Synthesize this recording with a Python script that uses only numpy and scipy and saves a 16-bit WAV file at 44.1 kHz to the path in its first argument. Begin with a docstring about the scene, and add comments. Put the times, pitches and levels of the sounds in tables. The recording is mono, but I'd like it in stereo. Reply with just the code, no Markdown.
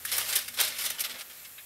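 """A spatula drags a rustle of tiny creases out of foil as it spreads melted chocolate over a baking sheet.
The rustle is trains of random clicks, filtered into bands with ringing facets; folds buckle in bursts.
The blade also knocks the sheet, and each knock is a short noise that rings the sheet's modes.
Filtered noise and faint hums make the sheet rumble on the counter under the stroke.
A short kitchen reverberation follows foil and knocks; shaped noise gives steady hiss and room air."""
import sys
import numpy as np
from scipy import signal
from scipy.io import wavfile

SR = 44100
rng = np.random.default_rng(int(sys.argv[2]) if len(sys.argv) > 2 else 0)


def int16_out(signal):
    """Quantize to a 16-bit WAV file."""
    q = np.round(np.clip(np.atleast_2d(signal).T, -1, 1) * 32767)
    wavfile.write(sys.argv[1], SR, q.astype(np.int16))


def amplitude_ratio(level_db):
    """Convert a level in decibels to the matching linear amplitude (field) ratio."""
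    exponent = np.asarray(level_db, float) / 20
    return 10 ** exponent


N = 72765  # length in samples

EDGES = 26.8 * 2 ** np.arange(0, 9.5, 1 / 3)  # third-octave band edges in Hz
FLICKER_PER_S = 17.5  # rate of the rustle's and the facets' level drifts


def rms_one(x):
    """Scale to rms 1."""
    return x / np.sqrt(np.mean(x ** 2) + 1e-20)


def in_time(rows):
    """Interpolate the columns of a time curve at every sample."""
    seconds, *columns = np.transpose(rows)
    return [np.interp(np.arange(N) / SR, seconds, column) for column in columns]


def at_hz(points, hz):
    """Read a spectrum on a logarithmic frequency axis."""
    points = np.array(points)
    return np.interp(np.log(hz), np.log(points[:, 0]), points[:, 1])


def drift(rate):
    """Slow random wander of rms 1: noise through a two-pole low-pass at the given rate per second."""
    # computed at every 40th sample; the first 500 values let the filter settle
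    pole = np.exp(-80 * np.pi * rate / SR)
    noise = rng.standard_normal(N // 40 + 502)
    slow = signal.lfilter([1], [1, -2 * pole, pole * pole], noise)[500:]
    return np.interp(np.arange(N) / 40, np.arange(len(slow)), rms_one(slow))


def band(x, low, high):
    """Band-pass between two frequencies in Hz."""
    return signal.sosfilt(signal.butter(2, [low, high], "band", fs=SR, output="sos"), x)


def spread(mid, side, alike, left_db):
    """Mix mid and side into two channels of given likeness and left-minus-right balance in dB."""
    alike = np.clip(alike, -.9, .99)
    pair = np.sqrt(1 + alike) * mid + np.sqrt(1 - alike) * side * np.array([[1], [-1]])
    return pair * amplitude_ratio(np.array([[.5], [-.5]]) * left_db)


def air():
    """Steady hiss and room air: white noise shaped in third-octave bands."""
    # Colour of the air. Each row: frequency in Hz, relative level in dB per Hz.
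    air_colour = [(25, -30), (70, -11), (1000, -10), (1900, -4), (3700, -7), (6000, -8), (7700, -3),
                  (9700, -6), (12200, 1.5), (15400, -4)]
    # How alike the channels are. Each row: frequency in Hz, likeness (1 is identical).
    air_likeness = [(60, .65), (300, .5), (1400, .15), (4000, 0)]
    # Stereo tilt. Each row: frequency in Hz, left minus right in dB.
    air_balance = [(60, 6), (500, 2), (5000, 3)]
    air_db = -48.5  # rms of the channel mean

    white, out = rng.standard_normal((2, 2, N)), 0
    for k, (low, high) in enumerate(zip(EDGES, EDGES[1:])):
        hz = np.sqrt(low * high)
        # neighbouring bands use different noise
        mid, side = band(white[k % 2], low, high)
        pair = spread(mid, side, at_hz(air_likeness, hz), at_hz(air_balance, hz))
        out = out + amplitude_ratio(at_hz(air_colour, hz)) * pair
    return amplitude_ratio(air_db) * out / np.std(out.mean(axis=0))


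def kitchen(x):
    """Reverberation: convolution with a dull, dying noise response for each channel."""
    t60_s, wall_cut_hz = 0.15, 8100
    t = np.arange(SR // 2) / SR
    # no reflection in the first 6 ms
    tail = rng.standard_normal((2, len(t))) * amplitude_ratio(-60 * t / t60_s) * (t > .006)
    tail = signal.sosfilt(signal.butter(1, wall_cut_hz, fs=SR, output="sos"), tail)
    return signal.fftconvolve(x, tail / np.sqrt(np.sum(tail ** 2) / 2), axes=1)[:, :N]


def sheet_rumble():
    """Rubbing noise in two low resonances of the sheet on the counter, with faint wavering hums."""
    # Stroke of the rumble. Each row: time in seconds, relative level below 150 Hz in dB, level above in dB.
    rumble_levels = [(0, -61.5, -66), (.2, -56.5, -61), (.4, -64, -62.5), (.9, -64.5, -61),
                     (1.05, -72, -64), (1.15, -69, -54), (1.19, -77, -69), (1.65, -71.5, -78)]
    # Resonances. 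Each row: frequency in Hz, width in Hz, relative level in dB, rumble column to follow.
    resonances = [(117, 46, -9, 0), (159, 170, -7, 1)]
    # Hums. Each row: frequency in Hz, waver in Hz, relative level in dB, rumble column to follow.
    hums = [(77, 4, -1, 0), (247, 6, -1, 1)]
    # Left minus right in dB, one value for each rumble column.
    rumble_left_db = (6.5, 2.2)
    likeness, wavers_per_s = .7, 8

    levels, out = in_time(rumble_levels), 0
    for hz, width_hz, level_db, column in resonances:
        k = int(round(column))
        pole = np.exp(-np.pi * width_hz / SR)
        feedback = [1, -2 * pole * np.cos(2 * np.pi * hz / SR), pole * pole]
        mid, side = signal.lfilter([1, 0, -1], feedback, rng.standard_normal((2, N)))
        pair = spread(rms_one(mid), rms_one(side), likeness, rumble_left_db[k])
        out = out + amplitude_ratio(levels[k] + level_db) * pair
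    for hz, waver_hz, level_db, column in hums:
        k = int(round(column))
        turns = np.cumsum(hz + waver_hz * drift(wavers_per_s)) / SR
        pair = spread(np.sin(2 * np.pi * turns), 0, 0, rumble_left_db[k])
        out = out + amplitude_ratio(levels[k] + level_db) * pair
    return band(out, 45, 400)


def knocks():
    """The blade knocks the sheet: a short rattling contact rings the modes near its best-excited pitch."""
    # Each row: start in seconds, relative level in dB, best-excited pitch in Hz, t60 of the contact in seconds.
    blade_knocks = [(0.0517, -28, 2350, .005), (.069, -37, 3800, .05), (0.4806, -39, 2100, .025),
                    (0.5388, -36, 1950, .012), (1.215, -33, 1150, .04), (1.581, -32, 2600, .05)]
    # Modes of the sheet. Each row: frequency in Hz, relative level in dB, t60 in seconds.
    sheet_modes = [(1310, 3, .03), (1690, 2, .02), (1845, 1, .04), (2180, 0, .016), (2490, 0, .02),
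                   (2660, -1, .035), (3050, -1, .02), (3280, -13, .14), (3480, -10, .15), (3700, 4, .018)]
    reach_octaves = .5  # spread of the excited modes around the best pitch

    out, t = np.zeros((2, N)), np.arange(SR // 4) / SR
    for start_s, level_db, centre_hz, contact_s in blade_knocks:
        ring = 0
        for hz, mode_db, t60 in sheet_modes:
            excited = np.exp(-.5 * (np.log2(hz / centre_hz) / reach_octaves) ** 2)
            ring = ring + excited * amplitude_ratio(mode_db - 60 * t / t60) * np.sin(2 * np.pi * hz * t)
        shared, left, right = rng.standard_normal((3, len(t))) * amplitude_ratio(-60 * t / contact_s)
        contact = np.array([shared + left, shared + right])
        contact = contact / np.sqrt(np.sum(contact ** 2) / 2)
        knock = signal.fftconvolve(contact, ring[None], axes=1)[:, :len(t)]
        start = int(start_s * SR)
        out[:, start:start + len(t)] += amplitude_ratio(level_db) * knock[:, :N - start]
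    steep = band(band(out, 1150, 4300), 1150, 4300)
    return steep * np.array([[1.0], [-1.0]])  # right channel in opposite polarity


def snaps():
    """Tiny creases: two unrelated trains of random clicks of uneven size and either sign."""
    snaps_per_s, spread_db = 14000, 2.5
    size_db = spread_db * np.minimum(rng.exponential(1, (2, N)), 4)
    sizes = amplitude_ratio(size_db) * rng.choice([-1, 1], (2, N))
    return rms_one(sizes * (rng.random((2, N)) < snaps_per_s / SR))


def creasing():
    """Creasing level in dB in the low, middle and high zones: powers of drag and buckling folds add."""
    # Drag of the blade. Each row: time in seconds, then rustle level in dB at 1.3-6.5 kHz,
    # above 6.5 kHz and at 0.35-1.3 kHz.
    drag_levels = [(0, -53.5, -47, -55.5), (.09, -39.5, -41, -59.5), (.125, -36, -33.5, -49),
                   (.39, -31.5, -34, -47.5), (.46, -45.5, -45.5, -60.5), (.555, -51, -49.5, -60),
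                   (.61, -23, -23.5, -44), (.72, -37, -45, -51.5), (.8, -42, -40, -58),
                   (.92, -35.5, -40.5, -56.5), (.975, -48.5, -48.5, -52.5), (1.2, -60, -57, -61),
                   (1.38, -51.5, -53.5, -63.5), (1.53, -65, -55, -67)]
    # Buckling folds. Each row: start in seconds, peak at 1.3-6.5 kHz in dB, level above 6.5 kHz in dB,
    # level at 0.35-1.3 kHz in dB, t60 in seconds.
    buckling_folds = [(0.0492, -23, -25, -97, 0.046), (0.1135, -16.5, -28, -46, 0.1),
                      (0.165, -45, -28, -48, 0.05), (0.1802, -17, -22, -38.5, 0.036),
                      (0.2835, -29, -36, -51, 0.16), (0.3252, -15, -28.5, -46.5, 0.065),
                      (0.353, -18, -20, -43, 0.069), (0.36, -11, -21, -50, 0.037),
                      (0.3867, -23.5, -28, -50, 0.038), (0.4792, -22.5, -34, -54.5, 0.043),
                      (0.5397, -31, -42, -70, 0.075), (0.5712, -26, -37.5, -43.5, 0.1),
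                      (0.585, -10.5, -50, -37, 0.17), (0.6007, -18.5, -17.5, -42, 0.019),
                      (0.6094, -29, -13, -34, 0.023), (0.624, -24, -39, -54, 0.028),
                      (0.6484, -45, -32, -67, 0.032), (0.674, -47, -30.5, -59, 0.071),
                      (0.7825, -18, -29.5, -48, 0.12), (0.8048, -20, -32, -51, 0.15),
                      (0.837, -19.5, -31, -45, 0.072), (0.851, -64, -26.5, -64, 0.035),
                      (0.859, -12.5, -28, -47.5, 0.046), (0.9006, -24, -25, -45.5, 0.034),
                      (0.981, -22, -45, -57.5, 0.2), (0.9943, -35, -29.5, -54, 0.03),
                      (1.0032, -22, -23, -58, 0.06), (1.037, -16.5, -35.5, -50.5, 0.099),
                      (1.0924, -25.5, -46.5, -62, 0.16), (1.1383, -27.5, -59, -49.5, 0.17),
                      (1.185, -29.5, -42.5, -56, 0.1), (1.2074, -24, -43, -57, 0.059),
                      (1.297, -30.5, -52.5, -57.5, 0.11), (1.447, -32.5, -54, -65, 0.062)]
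    rise_share, hold_share = 0.02, 0.13  # rise and hold time as shares of t60
    crest_db = 13  # middle-zone peak over its rms

    middle, high, low = in_time(drag_levels)
    power, t = amplitude_ratio(2 * np.array([low, middle, high])), np.arange(N) / SR
    for start_s, peak_db, high_db, low_db, t60 in buckling_folds:
        rise_s = rise_share * t60
        rise = np.clip((t - start_s) / rise_s, 0, 1)
        decay_s = np.maximum(t - start_s - rise_s - hold_share * t60, 0)
        shape = rise * amplitude_ratio(-60 * decay_s / t60)
        fold_db = np.array([[low_db], [peak_db - crest_db], [high_db]])
        power = power + (amplitude_ratio(fold_db) * shape) ** 2
    return 10 * np.log10(power)


def facets(x, low, high):
    """Small flat faces of the foil ring at random pitches in the band, and each comes and goes."""
    count, sharpness_q = 7, 32
    swing_db, over_patch_db = 10, -3  # largest swing; rings relative to the patch
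    rings = 0
    for hz in low * (high / low) ** rng.random(count):
        swing = amplitude_ratio(swing_db * np.tanh(drift(FLICKER_PER_S)))
        rings = rings + swing * signal.lfilter(*signal.iirpeak(hz, sharpness_q, SR), x)
    mixed = x + amplitude_ratio(over_patch_db) * rings * np.std(x) / np.std(rings)
    return mixed * np.std(x) / np.std(mixed)


def foil():
    """Snaps ring briefly in third-octave patches that follow the creasing and flicker together."""
    # Colour of the foil, evened out per zone. Each row: frequency in Hz, relative level in dB per Hz.
    foil_colour = [(210, -32), (398, -12), (664, -6.5), (804, -10.5), (1110, -7), (2630, -3.5), (4040, -4),
                   (7310, -9), (11400, -2.5), (16000, -14.5)]
    # Centres of the low, middle and high colour zones, in Hz.
    zone_centres_hz = (790, 3480, 12700)
    # How alike the channels are. Each row: frequency in Hz, likeness (1 is identical).
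    foil_likeness = [(400, .7), (2000, .3), (6800, 0), (15000, -.04)]
    # Stereo tilt. Each row: frequency in Hz, left minus right in dB.
    foil_balance = [(400, 1.5), (2000, .5), (4400, 2), (8000, -2.3)]
    # Blade position, used around its mean. Each row: time in seconds, left minus right in dB.
    blade_place = [(0, 2), (.3, 2.5), (1, 3.5), (1.3, 2)]
    flicker_db = 1.58  # rms

    zones_db, trains, out = creasing(), [snaps(), snaps()], 0
    swing_db = zones_db - zones_db.mean(axis=1, keepdims=True)
    place_db, = in_time(blade_place)
    place_db = place_db - place_db.mean()
    together = flicker_db * drift(FLICKER_PER_S)
    edges = EDGES[EDGES > 300]
    widths, centres = np.diff(edges), np.sqrt(edges[1:] * edges[:-1])
    # patch powers in each zone sum to 1
    patch_db = at_hz(foil_colour, centres) + 10 * np.log10(widths)
    zone = np.searchsorted([1300, 6500], centres)
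    patch_db -= 10 * np.log10(np.bincount(zone, amplitude_ratio(2 * patch_db)))[zone]
    for k, hz in enumerate(centres):
        # mean level from the patch's own zone, movement blended between neighbouring zones
        where = np.interp(np.log(hz), np.log(zone_centres_hz), [0, 1, 2])
        below = min(int(where), 1)
        blend = where - below
        swing = swing_db[below] * (1 - blend) + swing_db[below + 1] * blend
        level_db = zones_db[zone[k]].mean() + swing
        gain = amplitude_ratio(level_db + patch_db[k] + together)
        patch = band(trains[k % 2] * gain, edges[k], edges[k + 1])
        # make up the level lost to the narrow band
        mid, side = facets(patch, edges[k], edges[k + 1]) * np.sqrt(SR / 4 / widths[k])
        out = out + spread(mid, side, at_hz(foil_likeness, hz), at_hz(foil_balance, hz) + place_db)
    return out


def scene():
    """Foil and knocks with their reverberation, over the sheet's rumble and the air."""
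    kitchen_db = -16
    near = foil() + knocks()
    return near + amplitude_ratio(kitchen_db) * kitchen(near) + sheet_rumble() + air()


def top_cut(x):
    """Nothing passes above 16.86 kHz."""
    return signal.sosfilt(signal.butter(12, 16860, fs=SR, output="sos"), x)


def record(dry):
    """Finish the mix: a steep elliptic low-pass removes the top of the treble."""
    cutoff_hz = 15680
    low_pass = signal.ellip(10, .5, 70, cutoff_hz, fs=SR, output="sos")
    finished = signal.sosfilt(low_pass, dry)
    return top_cut(finished)


dry = scene()
out = record(dry)
int16_out(out)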